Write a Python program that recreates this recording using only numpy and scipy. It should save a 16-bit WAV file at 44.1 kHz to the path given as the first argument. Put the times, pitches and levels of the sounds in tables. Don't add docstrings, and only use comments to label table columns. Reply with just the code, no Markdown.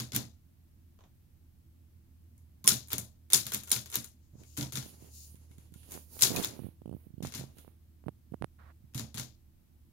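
import sys
import numpy as np
from scipy import signal
from scipy.fft import rfft, irfft
from scipy.io import wavfile
from scipy.ndimage import uniform_filter1d

SR = 44100
rng = np.random.default_rng(int(sys.argv[2]) if len(sys.argv) > 2 else 0)


def invert_db(level):
    return 10 ** (np.asarray(level, dtype=float) / 20)


def master_out(mix):
    frames = np.transpose(np.atleast_2d(mix))
    ceiling = np.clip(frames, -1, 1)
    pcm = np.round(ceiling * 32767).astype(np.int16)
    wavfile.write(sys.argv[1], SR, pcm)


N = 437472
LEFT_RIGHT = np.array([[1], [-1]])


def curve(table, col=1, off=-140.):
    rows = np.array(table, float)
    return np.interp(np.arange(N) / SR, rows[:, 0], rows[:, col], off, off)


def shape(x, points):
    hz, db = np.transpose(points)
    f = np.maximum(np.fft.rfftfreq(4096, 1 / SR), 1)
    cepstrum = irfft(np.interp(np.log(f), np.log(hz), db) * np.log(10) / 20)
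    cepstrum[1:2048] *= 2
    cepstrum[2049:] = 0
    return signal.oaconvolve(x, irfft(np.exp(rfft(cepstrum))))[:N]


def band(x, lo_hz, hi_hz, order=2):
    return signal.sosfilt(signal.butter(order, [lo_hz, min(hi_hz, .45 * SR)], "band", fs=SR, output="sos"), x)


def unit(x):
    return x / np.sqrt(np.mean(x ** 2))


def fading(times, db, t60, rise=0.):
    energy = np.full(N, 1e-24)
    np.add.at(energy, np.clip((np.array(times) * SR).astype(int), 0, N - 1), invert_db(2 * db))
    energy = signal.lfilter([1], [1, -np.exp(-2 * np.log(1000) / (t60 * SR))], energy)
    lag = np.exp(-1 / (rise * SR + 1e-9))
    return np.sqrt(signal.lfilter([1 - lag], [1, -lag], energy) if rise else energy)


def walk(rate_hz):
    k = max(int(SR / rate_hz), 1)
    held = np.repeat(rng.standard_normal(N // k + 1), k)
    return 0.62 * uniform_filter1d(held, k)[:N]


def pair(like):
    mid, side = rng.standard_normal((2, N))
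    like = np.clip(like, 0, 1)
    return (np.sqrt(1 + like) * mid + np.sqrt(1 - like) * side * LEFT_RIGHT) / np.sqrt(2)


# time_s, turn_hz, level_db
MOTOR_DRIFT = [
    (0, 40.33, -62),
    (1.1, 40.19, -67),
    (2.1, 40.2, -61.5),
    (4.2, 39.5, -63.5),
    (5.4, 38.6, -58),
    (7.6, 39.39, -64.5),
    (9.1, 37.6, -60),
    (9.92, 37.1, -69),
]
# multiple, level_db, wobble_db
MOTOR_HARMONICS = [
    (2, 2, 2.5),
    (3, -7.5, 4),
    (4, -16.5, 1),
]


def motor():
    turn_hz = curve(MOTOR_DRIFT, off=39.) * (1 + 0.013 * walk(5.4))
    phase = 2 * np.pi * np.cumsum(turn_hz) / SR
    lines = sum(invert_db(db + wobble_db * walk(7.7)) * np.sin(k * phase + k) for k, db, wobble_db in MOTOR_HARMONICS)
    level_db = curve(MOTOR_DRIFT, col=2, off=-63.)
    return np.sqrt(2) * lines * invert_db(level_db - 1.3 * LEFT_RIGHT)


# freq_hz, density_db (per Hz)
HOUSE_SPECTRUM = [(12, -49.5), (20, -15), (48, -19), (61, -13), (81, -5.5), (130, -18), (182, -20.5),
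                  (270, -22.5), (293, -34.5), (328, -22), (357, -36), (499, -42.5), (607, -44), (1260, -50),
                  (16000, -57)]


def house():
    low, high = (signal.butter(2, 480, kind, fs=SR, output="sos") for kind in ("low", "high"))
    rumble = signal.sosfilt(low, pair(0.76)) * invert_db(0.47 * walk(6.3) - 1.5 * LEFT_RIGHT)
    hiss = invert_db(4.5) * signal.sosfilt(high, pair(0))
    floor = unit(np.array([shape(v, HOUSE_SPECTRUM) for v in rumble + hiss]))
    floor = floor - 0.4 * band(floor, 85, 140, order=1)
    shimmer = invert_db(-72.5) * band(pair(0), 11000, 16000)
    return invert_db(-60.0) * floor + shimmer + motor()


# start_s, level_db
KNOCKS = [
    (0.989, -65),
    (1.007, -63.5),
    (1.038, -62.5),
    (1.055, -83),
]


def knock():
    s, db = np.transpose(KNOCKS)
    burst = pair(0.2) * (fading(s, db, 0.014) + fading(s, db - 5.5, 0.21))
    return invert_db(17.5) * band(burst, 380, 1100) + invert_db(7.5) * band(burst, 2600, 3700) + invert_db(3.5) * band(burst, 5700, 6900)


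# middle_s, held_s, cloth_db, skin_db (at the right port), pan_db (left minus right)
SHIFTS = [(4.25, .03, -85.5, -91.5, 17), (4.411, 0.016, -70, -69, 12.5), (4.52, 0.081, -65.5, -84, 6),
          (4.87, 0.063, -62.5, -64, -5), (4.94, 0.019, -66.5, -68, 1), (5.044, 0.063, -65, -66, 1),
          (5.197, 0.099, -57, -79, 3), (5.301, 0.056, -68, -77, -6.5), (5.429, 0.026, -72, -74, 0),
          (5.53, 0.031, -73, -73.5, 0), (5.635, 0.059, -73.5, -73.5, -2), (5.82, 0.089, -70, -76, -7.5),
          (5.94, 0.029, -54.5, -55.5, -2), (6.01, 0.044, -67, -95, -5), (6.171, 0.07, -57.5, -63, -5),
          (6.268, 0.053, -52.5, -50, -3.5), (6.375, .05, -55, -41, -11.5), (6.47, 0.089, -70, -55.5, -5),
          (6.598, 0.13, -82, -63, -19.5), (7.009, 0.0965, -97, -75.5, -24), (7.48, 0.074, -77.5, -71.5, 2),
          (7.6, 0.028, -76, -70, -12.5), (7.68, 0.022, -87.5, -70.5, -15)]


def gestures(db):
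    swell_db_per_s, fade_db_per_s = 289.5, 214
    t = np.arange(0, N / SR, .002)
    s, held = np.array(SHIFTS)[:, :2].T[:, :, None]
    before = np.maximum(s - held / 2 - t, 0)
    after = np.maximum(t - s - held / 2, 0)
    off_db = swell_db_per_s * before + fade_db_per_s * after
    energy = (invert_db(db[:, None] - off_db) ** 2).sum(axis=0)
    return np.interp(np.arange(N) / SR, t, np.sqrt(energy))


# freq_hz, density_db (per Hz), pan_db (left minus right)
CLOTH = [(710, -58.5, -0.5), (1200, -11, -1), (1380, -16, -0.5), (2530, -8.5, 3.5), (2876, -2, 4.5),
         (4300, -5, -0.5), (5900, -6.5, 5.5), (7020, -3.5, 12.5), (7940, -12.5, 10), (9000, -2, -7),
         (11000, 1, -8.5), (13000, 2, -5), (16000, 5, -2)]
# scrape_db (coarse), sheen_db (fine)
WEAVE = [(-5, 0), (-8, -3), (-2, -1), (6, -1), (-12, -2), (-0.5, 0), (-4.5, 0), (0, -1), (-4, -8), (1, -10),
         (4, -8), (6.5, -11), (2.5, -1), (-10, 1.5), (-6.5, 1), (0, 0), (1, 0), (5, -1), (13, 1.5),
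         (2.5, 8), (5, 0), (12.5, 2), (8.5, 0)]
# time_s, level_db
WIPE = [
    (8.583, -85),
    (8.59, -64),
    (8.65, -66),
    (8.71, -65),
    (8.725, -75.5),
]


def hand():
    hz, tone_db, lean_db = np.transpose(CLOTH)
    patches = pair(0.091) * invert_db(0.5 * walk(250))
    hiss = np.array([shape(v, np.c_[hz, tone_db + side * lean_db / 2]) for v, side in zip(patches, (1, -1))])
    edges_hz = (2300, 4300), (4000, 7900), (8900, 11800), (11600, 18000)
    scrape, coarse, thin, sheen = (unit(band(hiss, lo, hi, order=3)) * invert_db(1.5 * walk(12)) for lo, hi in edges_hz)
    scrape_db, sheen_db = np.transpose(WEAVE)
    db, rub_db, pan_db = np.array(SHIFTS)[:, 2:].T
    sides = db + pan_db / 2, db - pan_db / 2
    thin_db = 5.5 - 0.45 * pan_db
    parts = [(scrape, scrape_db - 7.5), (coarse, 0), (thin, thin_db - 4.0), (sheen, thin_db + sheen_db - 5.5)]
    cloth = sum(part * [gestures(v + more_db) for v in sides] for part, more_db in parts)

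    skin = unit(band(pair(0.16), 98, 480, order=3))
    skin = skin + invert_db(-15.5) * unit(band(pair(0.1), 30, 100))
    skin = skin + invert_db(-9.0) * unit(band(pair(0.25), 520, 1000))
    skin = skin + invert_db(-10) * unit(band(pair(.25), 1000, 3100))
    skin = skin * gestures(rub_db) * invert_db(1.1 * walk(60) + np.array([[-9], [5]]))

    wipe = unit(band(pair(0.19), 950, 1700))
    wipe = wipe + 0.49 * unit(band(pair(0.22), 400, 900))
    wipe = wipe + 0.142 * unit(band(pair(.2), 2300, 4500))
    return cloth + skin + wipe * invert_db(curve(WIPE) + np.array([[-3], [4]]))


# start_s, level_db, push_ms
POPS = [(4.355, -40, 0.71), (4.408, -47.5, .5), (4.4173, -44, 0.47), (4.43, -47, 0.46), (4.9422, -45, .4),
        (5.045, -44, .4), (4.862, -38, 0.42), (5.345, -40.5, 0.7), (5.51, -43.5, 0.9), (5.89, -43.5, .45),
        (5.5847, -40, 0.8), (5.7226, -40, 0.82), (5.7594, -38.5, 0.78), (5.9523, -38, 0.14),
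        (5.9644, -41, 0.19), (5.9762, -33.5, 0.12), (6.1681, -39, 0.17), (6.5358, -39, 0.43),
        (6.8187, -37.5, 0.42), (7.0689, -36.5, 0.74), (7.1048, -40, 0.89), (7.1405, -32, 1.03),
        (7.181, -31, 0.8), (7.2498, -25, 0.12), (7.271, -28.5, 1.2), (7.491, -49.5, 0.4),
        (7.5695, -47, 0.36), (6.107, -62, 0.095), (5.025, -43, 0.5), (7.4118, -31, 0.4),
        (7.4391, -33.5, 0.46), (7.5888, -43.5, 0.49), (7.648, -44, 0.22), (7.6788, -39, 0.25),
        (8.04, -45, 0.17), (8.062, -42.5, 0.27), (8.0668, -24.5, 0.84), (8.0835, -23.5, 0.19),
        (8.09, -28, 0.42), (8.3216, -28.5, 0.77), (8.3383, -34, 0.34), (8.3425, -25.5, 0.32),
        (8.4136, -28, 0.88), (8.4234, -21, 0.07), (8.4375, -25, 1.13), (8.4442, -20.5, 0.07),
        (8.842, -40, 1.1)]
# start_s, level_db, push_ms
RUN_SLIPS = [(6.3036, -29, 0.37), (6.3081, -31, 0.35), (6.3157, -28, 0.37), (6.3218, -33, 0.35),
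             (6.342, -30, 0.46), (6.3533, -29, 0.2), (6.3706, -29.5, 0.26), (6.3776, -32, 0.37),
             (6.3858, -28, 0.27), (6.393, -32, 0.32), (6.3973, -27, 0.31), (6.4134, -37.5, 0.46),
             (6.591, -34.5, 0.41), (6.599, -36, 0.7), (6.619, -35, 0.85), (6.634, -42, 0.44),
             (6.643, -31.5, 0.73), (6.653, -33, 1), (6.666, -35, 0.48), (6.686, -37.5, 0.73),
             (6.857, -33.5, 0.48), (6.876, -36, 0.55), (6.893, -33.5, 0.54), (6.912, -34.5, 0.6),
             (6.926, -35, 0.43), (6.937, -39.5, 0.46), (6.947, -31, 0.77), (6.965, -41.5, 0.51),
             (7.204, -32.5, 0.56), (7.223, -34, 0.45), (7.235, -31.5, 1)]
# start_s, end_s, first_rate_hz, last_rate_hz, level_db
DRAGS = [
    (6.512, 6.593, 60, 83.5, -42.5),
]


def slips():
    jitter, scatter_db, push_ms, push_spread = .13, 2, .5, .22
    rows = POPS + [(s + 0.00157, db + 4, ms) for s, db, ms in RUN_SLIPS]
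    chance = rng.standard_normal((len(DRAGS), 3, 24))
    for (start, end, first, last, db), c in zip(DRAGS, chance):
        count = (end - start) * (first + last) / 2
        rate_hz = np.interp(np.arange(len(c[0])), [0, count], [first, last])
        gaps = np.exp(jitter * c[0]) / rate_hz
        s = start + np.cumsum(gaps) - gaps
        run = np.c_[s, db + scatter_db * c[1], push_ms * np.exp(push_spread * c[2])]
        rows += list(run[s < end])
    return rows


# freq_hz, width_hz, level_db
GRIT = [(2992, 690, -30.5), (4330, 500, -38), (10140, 2200, -31)]


def port_pops():
    half = 400
    t = np.arange(-half, half) / SR
    out, snap = np.zeros((2, N + 2 * half))
    for s, db, ms in slips():
        i = int(s * SR)
        tip = 0.00001 + 0.0013 * ms ** 2
        out[i:i + len(t)] += invert_db(db + 6.5) * np.exp((tip - np.hypot(t, tip)) / (0.00016 + 0.00075 * ms))
        snap_db = db + 4.5 - 20 * abs(ms - 0.45)
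        snap[i:i + len(t)] += invert_db(snap_db) / np.cosh(t / 0.0004)
    push, noise = out[half:N + half], rng.standard_normal(N)
    scratch = signal.lfilter([1], [1, -np.exp(-1 / (0.0011 * SR))], snap[half:N + half]) * invert_db(-21) * noise
    grit = sum(invert_db(db) * band(scratch, hz - width / 2, hz + width / 2) for hz, width, db in GRIT)
    swing = signal.sosfilt(signal.butter(3, 110, "high", fs=SR, output="sos"), push)
    ring_hz, ring_width_hz = 9630, 1080
    port_ring = invert_db(21.5) * band(push, ring_hz - ring_width_hz / 2, ring_hz + ring_width_hz / 2)
    return (swing + grit + port_ring) * invert_db(np.array([[-33], [0]]))


# start_s, level_db
THUMPS = [(0.0, -32), (0.126, -42), (0.136, -34), (0.157, -26), (0.199, -41), (2.644, -39), (2.685, -31),
          (2.718, -30), (2.932, -31.5), (2.986, -36), (3.336, -34), (3.377, -37), (3.459, -43),
          (3.538, -35), (3.719, -36.5), (3.758, -37), (3.971, -36), (4.331, -49), (4.381, -47),
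          (4.581, -26), (4.619, -33), (4.736, -37), (4.769, -33), (6.223, -35), (6.269, -33), (6.357, -50),
          (6.455, -37.5), (7.229, -34.5), (7.348, -36), (7.389, -34), (8.951, -35), (8.989, -31),
          (9.148, -35.5), (9.19, -34.5)]
# freq_hz, level_db, t60_s
DESK_MODES = [(119.2, 0, 0.27), (132.3, -2.5, 0.22), (200, -6, 0.13), (225.3, -7.5, 0.29),
              (284.4, -11, 0.23), (407, -15.5, 0.082), (593, -22.5, 0.068)]


def desk():
    s, db = np.transpose(THUMPS)
    chance = rng.standard_normal((len(s), 2 * len(DESK_MODES)))
    t, out = np.arange(SR // 2) / SR, np.zeros(N + SR)
    hz, mode_db, t60 = np.array(DESK_MODES)[:, :, None].transpose(1, 0, 2)
    for start, level_db, c in zip(s, db, chance):
        detune, vary = c[::2, None], c[1::2, None]
        ring = np.sin(2 * np.pi * hz * (1 + 0.06 * detune) * t + 3 * vary) * np.exp(-np.log(1000) * t / t60)
        blow = (invert_db(mode_db + 2.3 * vary) * ring).sum(axis=0)
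        i = int(start * SR)
        out[i:i + len(t)] += invert_db(level_db - 3.5) * np.minimum(t / 0.0057, 1) * blow
    boom = pair(0.37) * fading(s, db, 0.28, 0.014)
    wash = invert_db(7.5) * band(boom, 82, 280) + invert_db(-7.0) * band(boom, 260, 680)
    return (out[:N] + wash) * invert_db(-1.6 * LEFT_RIGHT)


# start_s, level_db, pitch_hz, held_ms
LEVERS = [
    (2.646, -48, 1060, 15),
    (2.704, -40, 1420, 8),
    (6.364, -36.5, 2500, 8),
    (6.436, -36.5, 3550, 7),
    (3.518, -46, 1500, 8),
]


def levers():
    t, out = np.arange(2048) / SR, np.zeros(N)
    noise = rng.standard_normal((len(LEVERS), 2048))
    for (s, db, hz, ms), rub in zip(LEVERS, noise):
        held = np.clip(t / .002, 0, 1) * np.exp(-np.maximum(t - ms / 1e3, 0) / .004)
        note = np.sin(2 * np.pi * hz * t) + .4 * unit(band(rub, .93 * hz, 1.07 * hz))
        i = int(s * SR)
        out[i:i + len(t)] += invert_db(db) * held * note
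    return out * invert_db(1.5 * LEFT_RIGHT)


# land_s, level_db, take_up_ms (key, before), swing_ms (bar past guide, before), bounce_db
STROKES = [
    (2.6754, -10, 33.5, 6, -2),
    (3.3324, -10.5, 30.5, 10, 0.5),
    (3.715, -17, 40, 11, -0.5),
    (6.2211, -10.5, 30, 11.6, 1),
]
# after_ms, click_db, edge_db, edge_pan_db (left minus right)
BOUNCES = [
    (0, -0.5, 4.5, -1),
    (9.98, -16, -0.5, 7),
    (13.37, -12, 3.5, 6.5),
    (16.25, -23, -4, 8),
    (25.8, -17.5, -12, 6.5),
]
# start_s, level_db
ESCAPES = [
    (3.4663, -33),
    (3.8587, -45.5),
    (6.3617, -30),
]
# rest_s (bar drops on its rest), level_db, fall_ms, rebound_ms, rebound_db
RETURNS = [
    (0.1623, -25.5, 30, 60, -70),
    (2.9308, -28, 27.5, 51, -29.5),
    (3.5456, -28.5, 26.5, 89, -42),
    (3.9555, -26.5, 30, 88, -40),
    (6.446, -28, 40, 61, -63),
]
# touch_s, touch_db, travel_ms, stop_db
SPACES = [
    (4.574, -35, 36, -36),
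    (4.7223, -40.5, 32.8, -32.5),
    (7.226, -46, 27, -44),
    (7.348, -39, 30, -44.5),
    (8.946, -41.5, 32, -37),
    (9.1432, -44.5, 36, -35),
]
# start_s, level_db, treble_db (over middle)
TICKS = [(0.0005, -32.5, 1), (0.006, -36, -2), (0.12, -40.5, -2), (2.379, -60.5, 26), (2.6588, -38, 12),
         (2.719, -27.5, -5), (2.873, -54, 17.5), (2.884, -45, 14), (3.9005, -43, 10), (4.4349, -56.5, 4.5),
         (4.568, -43, 0), (4.826, -47, -5), (3.455, -46, 8), (3.477, -51, 0), (3.485, -53, 9),
         (3.5015, -46, 13.5), (3.52, -33, 4), (3.5225, -43, -1), (3.5366, -29, 14), (3.559, -37, 17),
         (3.645, -62, 6), (3.673, -47, 9), (3.683, -48, 6), (3.695, -41, 17), (3.7624, -30.5, 0),
         (3.926, -53.5, 12), (3.934, -40, 17), (3.9162, -44, 10), (3.9655, -37.5, 13), (3.97, -34, 19),
         (4.054, -68, 10), (6.2155, -27, 7), (6.247, -29.5, -6.5), (6.2525, -28.5, -5),
         (6.2705, -30.5, -7.5), (6.368, -37, -12), (2.7045, -28.5, -2), (3.72, -30, 7), (6.439, -38.5, -13),
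         (5.3555, -58, 8), (5.582, -56, 8.5), (5.5133, -64, 4.5), (5.7221, -66, 15), (5.7395, -52, 9),
         (5.831, -62, 0), (5.9092, -46, 11), (5.9192, -39, 13), (5.94, -44, 3.5), (6.1536, -50, 14),
         (4.403, -64.5, 7), (7.322, -44, 1), (7.339, -40, -6), (8.937, -62, 1), (7.571, -69, -3),
         (7.584, -52, 6.5), (9.002, -70, -18), (9.1734, -40, -7)]
# pan_db (left minus right), treble_db (over middle), rattle_db
COLOUR = dict(take_up=(0, 4.3, 4.8), swing=(0.91, 4, 0), land=(5.2, 7.2, -1.6), bounce=(7, 1.7, -0.82),
          escape=(2.5, 2.5, 1), unlatch=(0, -0.72, 6), brush=(4.2, 2, 15), rest=(-1.2, 3.5, -6),
          rebound=(6.64, 9.7, -0.8), touch=(4.7, 4, 7.2), stop=(3.8, 0.39, 3.6), settle=(3.7, 0.84, -0.92),
          tick=(0.94, 0, -1))


def contacts():
    rows = []

    def hit(s, db, part, treble_db=0, hard=0):
        rows.append((s, db, *np.add(COLOUR[part], (0, treble_db, 0)), hard))

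    for s, db, take_up_ms, swing_ms, bounce_db in STROKES:
        hit(s - take_up_ms / 1e3, db - 29.5, "take_up")
        hit(s - swing_ms / 1e3, db - 20, "swing")
        for k, (ms, less_db, *_) in enumerate(BOUNCES):
            hit(s + (ms + 1) / 1e3, db + less_db + bounce_db * (k > 0), "bounce" if k else "land", hard=k < 4)
    for s, db in ESCAPES:
        hit(s, db, "escape")
    for s, db, fall_ms, rebound_ms, rebound_db in RETURNS:
        hit(s - fall_ms / 1e3, db - 16, "unlatch")
        hit(s - 0.53 * fall_ms / 1e3, db - 14.5, "brush")
        hit(s, db, "rest", hard=0.27)
        hit(s + .0095, db - 9.5, "settle")
        hit(s + rebound_ms / 1e3, rebound_db, "rebound")
    for s, touch_db, travel_ms, stop_db in SPACES:
        stop_s = s + travel_ms / 1e3
        hit(s, touch_db, "touch")
        hit(stop_s, stop_db, "stop")
        hit(stop_s + 0.017, stop_db + 0.5, "settle")
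    for s, db, treble_db in TICKS:
        hit(s, db, "tick", treble_db)
    return np.transpose(rows)


# freq_hz, pan_db (left minus right)
PORTS = [(60, -3.5), (110, -3.0), (200, -7.5), (380, -1), (700, 2.5), (1290, 6.5), (2380, 1), (4400, 13),
         (8120, 9), (15000, -7.5)]


def port_lean(hz):
    ports_hz, pan_db = np.transpose(PORTS)
    return np.interp(np.log(hz), np.log(ports_hz), pan_db)


# freq_hz, level_db (relative to contact), t60_s
FRAME_MODES = [(460, -35, 0.16), (618, -37, 0.4), (960, -33.5, .12), (1070, -39.5, 0.14),
               (1417, -31.5, .09), (2190, -28.5, 0.071), (3410, -30.5, .05), (6360, -27.5, .04),
               (6980, -28, .04), (9390, -25, 0.06), (5630, -29.5, 0.05)]


def frame():
    s, db, _, treble_db = contacts()[:4]
    db = db - np.maximum(treble_db, 0)
    share, out = rng.standard_normal((len(s), len(FRAME_MODES))), np.zeros((2, N))
    nudges = pair(.4)
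    for (hz, mode_db, t60), c in zip(FRAME_MODES, share.T):
        soften_db = -.4 * (db + 31.5) * (hz < 2400)
        push = nudges * fading(s, db + soften_db + mode_db + 4.8 * np.clip(c, -2, 1), 0.083)
        r, angle = np.exp(-np.log(1000) / (t60 * SR)), 2 * np.pi * hz / SR
        ring = signal.lfilter([np.sqrt(1 - r) * np.sin(angle)], [1, -2 * r * np.cos(angle), r * r], push)
        out += ring * invert_db(10.5 + port_lean(hz) * LEFT_RIGHT / 2)
    return out


# freq_hz, width_hz, left_db, right_db
RINGS = [(2200, 360, -16, -22), (3630, 410, -2, -20), (5530, 700, 0.5, -10), (7010, 440, -1, -13.5),
         (9420, 180, -15.5, -1), (12900, 1700, -3.5, 0), (14900, 1500, -14, -15.5)]
LIGHT_RING_DB = [-1, -2.5, -4.5, -3.5, -9.5, 13, 16]
BOUNCE_RING_DB = [-4, -2.5, 4, 1.5, -6, 1, -1]
# after_ms, level_db
CHATTER = [
    (0.7, 3.5),
    (1.4, -3.5),
    (2.2, -4.5),
    (4.4, -9.5),
]


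def strikes():
    t, out = np.arange(1536) / SR, np.zeros((2, N))
    # start_s, level_db, pan_db, light part, bounce
    edges = [(s + ms / 1e3, db + edge_db + bounce_db * (ms > 0), lean_db, 0, ms > 0)
             for s, db, *_, bounce_db in STROKES for ms, _, edge_db, lean_db in BOUNCES]
    edges += [(s, db + 11.5, 1.5, 1, 0) for s, db, *_ in RETURNS]
    edges += [(s, db + 4, 3, 1, 0) for s, db in ESCAPES]
    edges += [(s + ms / 1e3, db + 2.5, 3, 1, 0) for s, _, _, ms, db in RETURNS]
    late_ms, late_db = np.transpose(CHATTER)
    chance = rng.standard_normal((len(edges), len(RINGS), 4 + len(CHATTER)))
    for (start, db, lean_db, light, bounce), c in zip(edges, chance):
        i = int((start + .0003) * SR)
        for (hz, width, *side_db), row, light_db, again_db in zip(RINGS, c, LIGHT_RING_DB, BOUNCE_RING_DB):
            touches = np.zeros(256)
            touches[0] = 1
            late = (late_ms * SR / 1e3 + 3 * row[4:]).astype(int)
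            touches[np.clip(late, 1, 255)] = invert_db(late_db - 10 * bounce - 5 * light)
            ring_hz = hz * (1 + 0.38 * width / hz * row[0])
            ring = np.sin(2 * np.pi * ring_hz * t + 2 * row[2:4, None]) * np.exp(-np.pi * width * t)
            onset = np.sin(np.pi / 2 * np.minimum(t * hz / 2.5, 1)) ** 2
            ring = signal.lfilter(touches, [1], ring * onset)
            ring_db = db + .6 * row[1] + light_db * light + again_db * bounce
            out[:, i:i + len(t)] += ring * invert_db(ring_db + np.c_[side_db] + np.array([[.5], [-1]]) * lean_db)
    return out


# freq_hz, density_db (per Hz)
METAL = [(210, -38.5), (350, -9.5), (539, -24), (1280, -19), (1970, -15.5), (3080, -5), (3450, 1),
         (3980, 3), (6970, 2), (8310, -13), (9450, -6.5), (11200, -7), (13400, -8), (16000, -14)]


def typewriter():
    s, db, pan_db, treble_db, loose_db, hard = contacts()
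    crack, rattle = np.sign(pair(0.39)), pair(0.14)
    middle_db = db - 10 * np.log10(1 + invert_db(2 * treble_db))
    low_db = -8.5 - 0.27 * (db + 37.5)
    # low_hz, high_hz, click_db, crack_db, crack_t60_s, rattle_db, rattle_t60_s
    layers = [(348, 1925, middle_db + low_db, 6.5, 0.03, -4.5, 0.24),
              (2440, 8100, middle_db, 6.5, 0.011, -9.0, 0.27),
              (8300, 15000, middle_db + treble_db, 3.5, 0.012, -9.0, 0.22)]
    hz, tone_db = np.transpose(METAL)
    plain, out = shape(crack[0, :SR], METAL), np.zeros((2, N))
    for lo, hi, level_db, crack_db, crack_t60, rattle_db, rattle_t60 in layers:
        grain = invert_db(2.9 * walk(350))
        norm = np.std(band(plain[:SR], lo, hi, order=3))
        edge_db = 11 * hard * (lo > 1000)
        for ch, side in enumerate((1, -1)):
            near_db = level_db + crack_db - edge_db + side * (pan_db - 4.5) / 2
            far_db = level_db + rattle_db + loose_db + side * 0.52 * (pan_db - 1.0) / 2
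            near = crack[ch] * fading(s, near_db, crack_t60, 0.00015)
            loose = rattle[ch] * grain * fading(s, far_db, rattle_t60, 0.0023)
            out[ch] += band(near + loose, lo, hi, order=3) / norm
    for ch, side in enumerate((1, -1)):
        out[ch] = shape(out[ch], np.transpose([hz, tone_db + side * port_lean(hz) / 2]))
    out[1] = np.roll(out[1], 6)
    return out


def scene():
    around = house() + knock() + hand() + port_pops()
    machine = desk() + levers() + frame() + strikes() + typewriter()
    return around + machine


def band_limit(x):
    return signal.sosfilt(signal.butter(12, 16970, fs=SR, output="sos"), x)


def record(dry):
    loud = np.tanh(0.68 * dry) / 0.72
    dull = signal.sosfiltfilt(signal.ellip(8, .1, 40, 15800, fs=SR, output="sos"), loud)
    opening = np.clip(8 * uniform_filter1d(np.abs(loud), 256), 0, 1)
    return band_limit(dull + invert_db(-11.0) * (loud - dull) * opening)


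dry = scene()
out = record(dry)
master_out(out)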